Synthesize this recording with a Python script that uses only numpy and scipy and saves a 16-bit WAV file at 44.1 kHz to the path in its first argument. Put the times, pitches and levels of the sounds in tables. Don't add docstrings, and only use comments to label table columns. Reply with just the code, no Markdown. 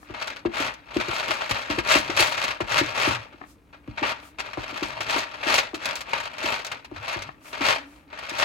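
import sys
import numpy as np
from scipy import signal
from scipy.fft import rfft, irfft, next_fast_len
from scipy.io import wavfile

SR = 44100
rng = np.random.default_rng(int(sys.argv[2]) if len(sys.argv) > 2 else 0)


def unload_wav(signal):
    wavfile.write(
        sys.argv[1],
        SR,
        np.round(np.clip(np.atleast_2d(signal).T, -1, 1) * 32767).astype(np.int16),
    )


N = 372204
TIME = np.arange(N) / SR
PADDED = next_fast_len(N + SR)
FREQS = np.maximum(np.fft.rfftfreq(PADDED, 1 / SR), 1)
CUTOFF_HZ = 16000


def from_db(db):
    return 10 ** (np.asarray(db) / 20)


def rms_one(x):
    return x / np.sqrt(np.mean(x ** 2) + 1e-20)


def at_hz(points):
    hz, value = np.transpose(points)
    return np.interp(np.log(FREQS), np.log(np.maximum(hz, 1)), value)


def colour(x, response):
    return irfft(rfft(x, PADDED) * response, PADDED)[..., :N]


def drift(per_s):
    knots = rng.standard_normal(4000)
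    return np.interp(TIME * per_s, np.arange(len(knots)), knots)


def resonance(hz, width_hz):
    return 1 / (1 + 1j * (FREQS ** 2 - hz ** 2) / (FREQS * width_hz))


def dense_ring(t60):
    t = TIME[:SR // 2]
    tail = rng.standard_normal(len(t)) * from_db(-60 * t / t60)
    return rfft(tail / np.linalg.norm(tail), PADDED)


def ring_pair(t60):
    return np.array([dense_ring(t60), dense_ring(t60)])


def mode_ring(modes):
    return sum(from_db(db - 60 * TIME / t60) * np.sin(2 * np.pi * hz * TIME) for hz, db, t60 in modes)


def to_stereo(direct, scattered):
    # frequency_hz, phase_rad
    side_phase = [(0, 0.38), (690, 0.5), (1290, 7.12), (2330, 12.15), (3270, 13.9), (4220, 11.22),
                  (6370, 18.73), (9650, 15.0), (10400, 12.6), (11700, 12.3), (12500, 8.92), (13800, 9.18),
                  (14600, 6.08), (16500, 4.98)]
    # frequency_hz, balance_db
    side_balance = [(60, 6), (170, 0), (330, 2), (620, 3.5), (850, 7), (1400, 5.5), (2500, 2), (5000, 3),
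                    (8000, -0.5)]
    # frequency_hz, likeness (0-1)
    side_likeness = [(100, 0.77), (350, 0.83), (700, 0.49), (1400, 0.42), (2400, 0.69), (4500, 0.28),
                     (9000, 1), (15000, 0.62)]
    alike = np.clip(at_hz(side_likeness), 0, 1)
    halves = np.array([[.5], [-.5]])
    turn = np.exp(1j * at_hz(side_phase) * halves)
    balance = from_db(at_hz(side_balance) * halves)
    spectrum = balance * (np.sqrt(alike) * direct * turn + np.sqrt(1 - alike) * scattered)
    return irfft(spectrum, PADDED)[:, :N]


def background(hum_hz, waver_hz):
    # (relative, per Hz)
    air_colour = [(25, -10.5), (60, 8.5), (120, -3), (250, -3.5), (500, -9.5), (1500, -24), (4000, -33),
                  (15000, -38.5)]
    hum_db, air_db = -61, -56.5
    swell_at_s, swell_half_s, swell_db = 7.87, 0.2, 12.5
    level_db = hum_db + swell_db * np.exp(-((TIME - swell_at_s) / swell_half_s) ** 2)
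    phase = 2 * np.pi * np.cumsum(hum_hz + waver_hz * drift(per_s=90)) / SR
    unsteady = from_db(5 * np.minimum(drift(per_s=25), 1))
    hum = rms_one(np.sin(phase) * unsteady)
    noise = rng.standard_normal(N) + .5 * rng.standard_normal((2, N))
    air = colour(noise, from_db(at_hz(air_colour)))
    return from_db(level_db) * hum + from_db(air_db) * rms_one(air)


def flow_db():
    # full_flow_s, hold_s, level_db
    nudge_table = [(0.11, 0.0037, -40.5), (0.192, 0.13, -34.5), (0.57, 0.11, -27.5), (0.935, 0.14, -33),
                   (1.111, 0.21, -27.5), (1.37, 0.087, -28), (1.542, 0.043, -28.5), (1.62, 0.19, -34),
                   (1.909, 0.042, -18.5), (2.049, 0.39, -31), (2.21, 0.0065, -19.5), (2.29, 0.052, -32),
                   (2.422, 0.075, -25.5), (2.72, 0.078, -22), (2.87, 0.061, -32.5), (2.974, 0.15, -23.5),
                   (3.2, 0.033, -40.5), (3.31, 0.13, -49.5), (3.896, 0.13, -47), (4.057, 0.057, -28),
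                   (4.228, 0.0081, -44), (4.437, 0.064, -37), (4.61, 0.31, -34), (4.9, 0.21, -40),
                   (5.101, 0.095, -23.5), (5.29, 0.26, -38), (5.485, 0.1, -21), (5.844, 0.071, -27),
                   (6.1, 0.17, -33.5), (6.33, 0.042, -39), (6.433, 0.11, -24), (6.6, 0.16, -38.5),
                   (6.972, 0.085, -39), (7.08, 0.065, -28.5), (7.2, 0.07, -39.5), (7.46, 0.15, -44),
                   (7.65, 0.074, -21.5), (7.82, 0.18, -54), (8.167, 0.15, -35.5), (8.299, 0.14, -33),
                   (8.411, 0.046, -23.5)]
    swell_db_per_s, settle_db_per_s = 235, 199.5
    stirring_db = -61.5
    power = from_db(stirring_db) ** 2
    for s, hold_s, db in nudge_table:
        before_db = swell_db_per_s * np.maximum(s - TIME, 0)
        after_db = settle_db_per_s * np.maximum(TIME - s - hold_s, 0)
        power = power + from_db(db - np.minimum(before_db + after_db, 100)) ** 2
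    return 10 * np.log10(power)


def clatter_power(rise_s, slap_s):
    # start_s, level_db (before trim), t60_s, treble_db (relative)
    clatter_table = [(0.139, -25, 0.13, -16), (0.216, -19.5, 0.062, -3.5), (0.272, -24, .04, 9.5),
                     (0.36, -34, 0.17, -3.5), (0.456, -20, 0.043, -15.5), (0.536, -25.5, 0.093, -5.5),
                     (0.599, -18, 0.11, 3.5), (0.738, -25, 0.011, 10.5), (0.914, -39.5, 0.25, -1),
                     (0.969, -28.5, 0.017, 19), (0.998, -21.5, 0.19, -6), (1.082, -29.5, 0.15, 1),
                     (1.141, -27, 0.176, 10.5), (1.305, -17.5, 0.094, 0.5), (1.338, -20, 0.072, 2.5),
                     (1.417, -13.5, 0.034, -18), (1.554, -21.5, 0.12, -7.5), (1.492, -23, 0.08, 9.5),
                     (1.509, -11, 0.035, 1.5), (1.7, -20.5, 0.22, -2), (1.783, -16, 0.085, -4),
                     (1.871, -19.5, 0.033, 8), (1.883, -18, 0.21, 2), (1.912, -16, 0.18, 6),
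                     (1.954, -19.5, 0.2, 9.5), (2.098, -18.5, 0.069, -12.5), (2.165, -21, 0.27, 9),
                     (2.191, -14, 0.31, 10), (2.375, -18, 0.088, 4), (2.398, -20.5, 0.031, 1),
                     (2.436, -17, 0.045, 6.5), (2.605, -20.5, 0.093, -5.5), (2.717, -21, 0.04, 7.5),
                     (2.779, -8, 0.042, 5), (2.958, -20.5, 0.042, -8), (3.014, -23.5, 0.14, 7.5),
                     (3.325, -35.5, 0.04, -12), (3.728, -37.5, 0.17, -20), (3.973, -22, 0.15, -13.5),
                     (4.025, -16, 0.26, -16), (4.385, -26.5, 0.14, -4), (4.397, -20.5, 0.035, 8.5),
                     (4.531, -28, 0.11, -8), (4.574, -32.5, 0.15, -9), (4.638, -22.5, 0.037, -6),
                     (4.704, -27.5, 0.039, 1), (4.769, -29.5, 0.066, 4), (4.825, -24.5, 0.22, 4),
                     (5.005, -18, 0.073, 4.5), (5.081, -31, 0.044, 4), (5.179, -18.5, 0.057, 9),
                     (5.342, -25, 0.043, -6), (5.429, -15.5, 0.063, -30), (5.469, -21.5, 0.073, -15),
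                     (5.497, -13, 0.035, 3.5), (5.54, -15, .04, 14), (5.584, -20, .035, 15),
                     (5.742, -26.5, 0.099, 5), (5.855, -18, 0.02, 17), (5.954, -30.5, 0.1, 15),
                     (6.007, -29.5, 0.049, 15), (6.132, -9, 0.03, -5), (6.146, -22, 0.25, -9),
                     (6.199, -20, 0.0343, 4), (6.236, -21.5, 0.021, 4.5), (6.381, -21.5, 0.024, 8),
                     (6.593, -20.5, 0.027, -3), (6.646, -24.5, .035, 13.5), (6.665, -24, 0.032, 11),
                     (6.714, -19.5, 0.044, 2.5), (6.845, -32.5, 0.044, 6.5), (6.96, -28, 0.057, -10),
                     (7.126, -25, 0.047, 9), (7.221, -22, 0.028, 8), (7.527, -27, 0.29, -7.5),
                     (7.609, -19, 0.18, -8), (7.685, -18, 0.088, 2), (8.126, -33, 0.21, -12),
                     (8.188, -24.5, 0.031, -1), (8.292, -29.5, .04, 17), (8.383, -21.5, 0.1, 9),
                     (8.422, -14.5, 0.12, -23)]
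    power = np.zeros((2, N))
    for s, db, t60, treble_db in clatter_table:
        start = int(s * SR)
        t = TIME[:min(SR // 3, N - start)]
        settle = from_db(db - 60 * t / max(t60, .01))
        level = settle * (1 - np.exp(-t / rise_s)) * (1 + np.exp(-t / slap_s))
        power[:, start:start + len(t)] += (level * from_db([[0], [treble_db]])) ** 2
    return power


def face_colours(uneven_db, count, size=16):
    # (relative, per Hz)
    shell_colour = [(60, -17.5), (200, -18.5), (330, -14.5), (470, -12), (650, -4.5), (1000, -5),
                    (1700, -3), (2600, -2), (3400, -6.5), (4600, -10), (6300, -17), (8000, -20.5),
                    (11000, -30.5), (15500, -36)]
    # frequency_hz, width_hz, lift_db
    wall_modes = [(555, 110, 4), (607, 28, 5), (842, 29, 5.5), (950, 57, 3.5), (1265, 680, 2),
                  (2370, 10, 1)]
    shell = from_db(at_hz(shell_colour))
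    for hz, width_hz, lift_db in wall_modes:
        shell = shell * (1 + (from_db(lift_db) - 1) * resonance(hz, width_hz))
    shell = shell / np.sqrt(np.mean(abs(shell) ** 2))
    centres = np.geomspace(400, CUTOFF_HZ, size)
    own = []
    for face in range(count):
        lifts_db = uneven_db * rng.standard_normal(size)
        own.append(from_db(at_hz(np.c_[centres, lifts_db])))
    own = np.array(own)
    return shell * own / np.linalg.norm(own, axis=0)


def pellet_hits(level, per_s, spread_db):
    chance = np.clip(per_s / SR, 1e-4, .5)
    sizes = rms_one(from_db(spread_db * np.clip(rng.standard_normal(N), -2, 1.6)))
    struck = rng.random(N) < chance
    return level * struck * sizes * rng.choice([-1, 1], N) / np.sqrt(chance)


def pellets(slide_db, clatter_db, ring_share, shell_t60, scatter_t60):
    usual_flow_db, bite_db, bite_per_db = -29.5, -4, 0.7051
    level_db = flow_db()
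    treble_db = bite_db + bite_per_db * (level_db - usual_flow_db)
    sliding = from_db(level_db + slide_db)
    heap, heap_treble = from_db(clatter_db) ** 2 * clatter_power(rise_s=0.0025, slap_s=.004)
    level = np.sqrt(sliding ** 2 + heap)
    sharpness = np.sqrt((sliding * from_db(treble_db)) ** 2 + heap_treble) / level
    landing = heap / level ** 2
    per_s = 85 + 120 * np.sqrt(sliding / from_db(usual_flow_db)) + 900 * landing

    mid_hz, treble_hz, wander_db, hardness_db = 2240, 5100, 3.0, 7.0
    mid, treble = 1 / (1 + (np.array([[mid_hz], [treble_hz]]) / FREQS) ** 4)
    share = np.clip(ring_share, 0, 1)
    direct, scattered = 0, 0
    for face in face_colours(uneven_db=4.5, count=7):
        visits = rms_one(from_db(wander_db * drift(per_s=35))) ** (1 - landing)
        hits = pellet_hits(level * visits, per_s, spread_db=6.5)
        hard = sharpness * rms_one(from_db(hardness_db * np.clip(rng.standard_normal(N), -2, 2)))
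        low, middle, high = rfft(np.array([hits, hits * hard ** 0.22, hits * hard]), PADDED)
        force = face * (low * (1 - mid) + middle * (mid - treble) + high * treble)
        direct = direct + force * (np.sqrt(1 - share) + np.sqrt(share) * dense_ring(shell_t60))
        scattered = scattered + force * ring_pair(scatter_t60)

    clicks_per_s, click_share = 150, .3
    clicks = rfft(pellet_hits(level * np.sqrt(sharpness), clicks_per_s, spread_db=5.5), PADDED)
    clicks = clicks * face_colours(uneven_db=2, count=1)[0]
    rasp_gain = np.sqrt(1 - click_share)
    single = np.sqrt(click_share) * clicks
    return to_stereo(rasp_gain * direct + single,
                     rasp_gain * scattered + single * ring_pair(scatter_t60))


def cavity(shaking, hz, width_hz, drone_db):
    return from_db(drone_db) * colour(shaking.mean(axis=0), resonance(hz, width_hz))


def taps(soft_hz, scatter_t60):
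    # start_s, level_db
    tap_table = [(0.03, -34), (3.415, -24.5), (3.439, -29), (7.291, -21.5)]
    # frequency_hz, level_db (relative), t60_s
    tap_modes = [(890, -14, 0.026), (1170, -3, 0.024), (1740, -3, 0.012)]
    strikes = np.zeros(N)
    for s, db in tap_table:
        strikes[int(s * SR)] = from_db(db)
    spectrum = rfft(strikes, PADDED) * rfft(mode_ring(tap_modes), PADDED) / (1 + 1j * FREQS / soft_hz)
    return to_stereo(spectrum, spectrum * ring_pair(scatter_t60))


def brushes(low_hz, high_hz):
    # centre_s, level_db, half_length_s
    brush_table = [(0.033, -61, .04), (3.505, -58, 0.039), (4.263, -55, 0.043), (7.484, -50.5, 0.049),
                   (7.93, -63, 0.086)]
    swell = sum(from_db(db) * np.exp(-((TIME - s) / half_s) ** 2) for s, db, half_s in brush_table)
    band = signal.butter(1, [low_hz, high_hz], "band", fs=SR, output="sos")
    hiss = signal.sosfilt(band, rng.standard_normal((2, N)))
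    return swell * rms_one(hiss)


def soft_pulse(hz, width_hz, slowness, size=8192):
    f = np.maximum(np.fft.rfftfreq(size, 1 / SR), 1)
    front_hz = 600
    delay = slowness * np.maximum(f ** -.5 - front_hz ** -.5, 0)
    travel = np.exp(-2j * np.pi * np.cumsum(delay) * SR / size)
    pulse = irfft(travel / (1 + 1j * (f ** 2 - hz ** 2) / (f * width_hz)) ** 2)
    return pulse / abs(pulse).max()


def hollow_note(hz, t60, rise_s, sag, sag_s):
    t = TIME[:8192]
    phase = 2 * np.pi * np.cumsum(hz * (1 + sag * np.exp(-t / sag_s))) / SR
    press = np.sin(np.pi / 2 * np.minimum(t / rise_s, 1)) ** 4
    decay = from_db(-60 * np.maximum(t - rise_s, 0) / t60)
    return press * decay * np.sin(phase)


def thumps(body_db, low_db, knock_trim_db, rock_db, rock_t60, scatter_t60):
    # start_s, level_db, settled_pitch_hz,
    # bass_db and knock_db (both relative, before trim)
    thump_table = [(0.099, -30, 301, -5.5, -16), (0.452, -14, 333, -15, -7), (0.599, -24.5, 288, -17, -16),
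                   (0.961, -12, 312, -18, -26), (1.082, -25, 334, -5.5, -16), (1.295, -28.5, 317, -13, -18),
                   (1.505, -39, 376, 12, 7), (1.697, -20, 298, -10.5, -22), (1.778, -18.5, 332, -9, -16),
                   (1.954, -15.5, 298, -14, -20), (2.093, -22, 306, -15, -18), (2.196, -21.5, 330, -8, -18),
                   (2.605, -20.5, 323, -11, 2.5), (2.81, -15, 294, -18, -18), (3.073, -18, 297, -8.5, -18),
                   (3.34, -41, 290, -21, -17), (3.417, -39, 290, -23, -14), (3.877, -28, 294, -3.5, -9),
                   (4.017, -21, 298, -15, -20), (4.574, -23, 295, -8, 2.5), (4.724, -32.5, 283, -17, -2),
                   (4.821, -19.5, 291, -18, -18), (4.997, -36, 352, -4.5, -18), (5.158, -22, 291, -27, -18),
                   (5.465, -23.5, 302, -24, -18), (5.734, -23.5, 307, -21, -7),
                   (6.439, -25.5, 302, -17, -18), (6.915, -28.5, 307, -12, -7),
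                   (7.159, -32.5, 319, -0.5, -4), (7.606, -22, 286, -20, -24),
                   (8.314, -34.5, 310, -12, -18)]
    # frequency_hz, level_db (relative to the thump), t60_s
    ball_rings = [(612, -11, 0.05)]
    sound, strikes = np.zeros((2, N + SR))
    chances = rng.standard_normal((len(thump_table), 3))
    for (s, db, hz, bass_db, knock_db), chance in zip(thump_table, chances):
        tuning = from_db(0.25 * chance[:2])
        slowness = 0.2116 * from_db(2 * chance[2])
        pulse = from_db(body_db) * hollow_note(hz, t60=0.055, rise_s=0.0058, sag=0.96, sag_s=0.0022)
        pulse += from_db(bass_db + low_db) * soft_pulse(88 * tuning[0], 200, slowness)
        pulse += from_db(knock_db + knock_trim_db) * soft_pulse(600 * tuning[1], 760, slowness)
        pulse += from_db(-14) * soft_pulse(198, 210, slowness)
        t = TIME[:len(pulse)]
        rocking = rng.standard_normal(len(t)) * t * from_db(-60 * t / rock_t60)
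        rocking = rocking / np.linalg.norm(rocking)
        pulse += from_db(rock_db) * signal.fftconvolve(pulse, rocking)[:len(t)]
        start = int(s * SR)
        sound[start:start + len(t)] += from_db(db) * pulse
        strikes[start] = from_db(db)
    spectrum = rfft(sound, PADDED) + rfft(strikes, PADDED) * rfft(mode_ring(ball_rings), PADDED)
    spectrum = spectrum * (1 - 1.3 * resonance(hz=217, width_hz=9.6))
    mat_hz = 2500
    spectrum = spectrum / (1 + 1j * FREQS / mat_hz)
    return to_stereo(spectrum, spectrum * ring_pair(scatter_t60))


def booms(waver_db):
    # start_s, length_s, level_db (before waver), first_pitch_hz, last_pitch_hz (before waver)
    boom_table = [(1.953, 0.36, -45, 125.8, 118), (2.702, .22, -40.5, 114, 125),
                  (3.072, 0.16, -40.5, 121, 119), (4.86, 0.25, -49.5, 115, 125),
                  (6.954, 0.093, -43.5, 76, 121), (7.192, 0.14, -48, 109, 145)]
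    rise_s, fade_s, pitch_waver_hz = 0.012, 0.037, 24
    out = np.zeros(N + SR)
    for s, length_s, db, first_hz, last_hz in boom_table:
        t = TIME[:int(length_s * SR)]
        glide_hz = np.linspace(first_hz, last_hz, len(t))
        pitch_hz = glide_hz + pitch_waver_hz * drift(per_s=130)[:len(t)]
        phase = 2 * np.pi * np.cumsum(pitch_hz) / SR
        envelope = np.minimum(t / rise_s, 1) * np.minimum((length_s - t) / fade_s, 1)
        start = int(s * SR)
        out[start:start + len(t)] += from_db(db) * envelope * np.sin(phase)
    return out[:N] * from_db(waver_db * drift(per_s=44))


def stable(x, wet_db, dull_hz):
    tails = ring_pair(t60=0.33)
    return from_db(wet_db) * colour(x, tails / (1 + 1j * FREQS / dull_hz))


def scene():
    rattle = pellets(slide_db=0, clatter_db=-.5, ring_share=0.6, shell_t60=0.048, scatter_t60=0.046)
    tipping = thumps(body_db=2.5, low_db=1.5, knock_trim_db=4, rock_db=-12.5, rock_t60=0.087,
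                     scatter_t60=0.11)
    shaking = rattle + from_db(-9.0) * tipping
    drone = cavity(shaking, hz=121, width_hz=21, drone_db=3.5)
    ball = rattle + tipping + drone + booms(waver_db=3.5) + taps(soft_hz=2500, scatter_t60=.03)
    tail = stable(ball, wet_db=-12, dull_hz=3600)
    muzzle = brushes(low_hz=2450, high_hz=10600)
    return ball + tail + muzzle + background(hum_hz=293, waver_hz=20)


def record(dry):
    dry = signal.sosfilt(signal.butter(2, 38, "high", fs=SR, output="sos"), dry)
    dry = np.tanh(dry)
    return signal.sosfilt(signal.ellip(10, .1, 70, CUTOFF_HZ, fs=SR, output="sos"), dry)


dry = scene()
out = record(dry)
unload_wav(out)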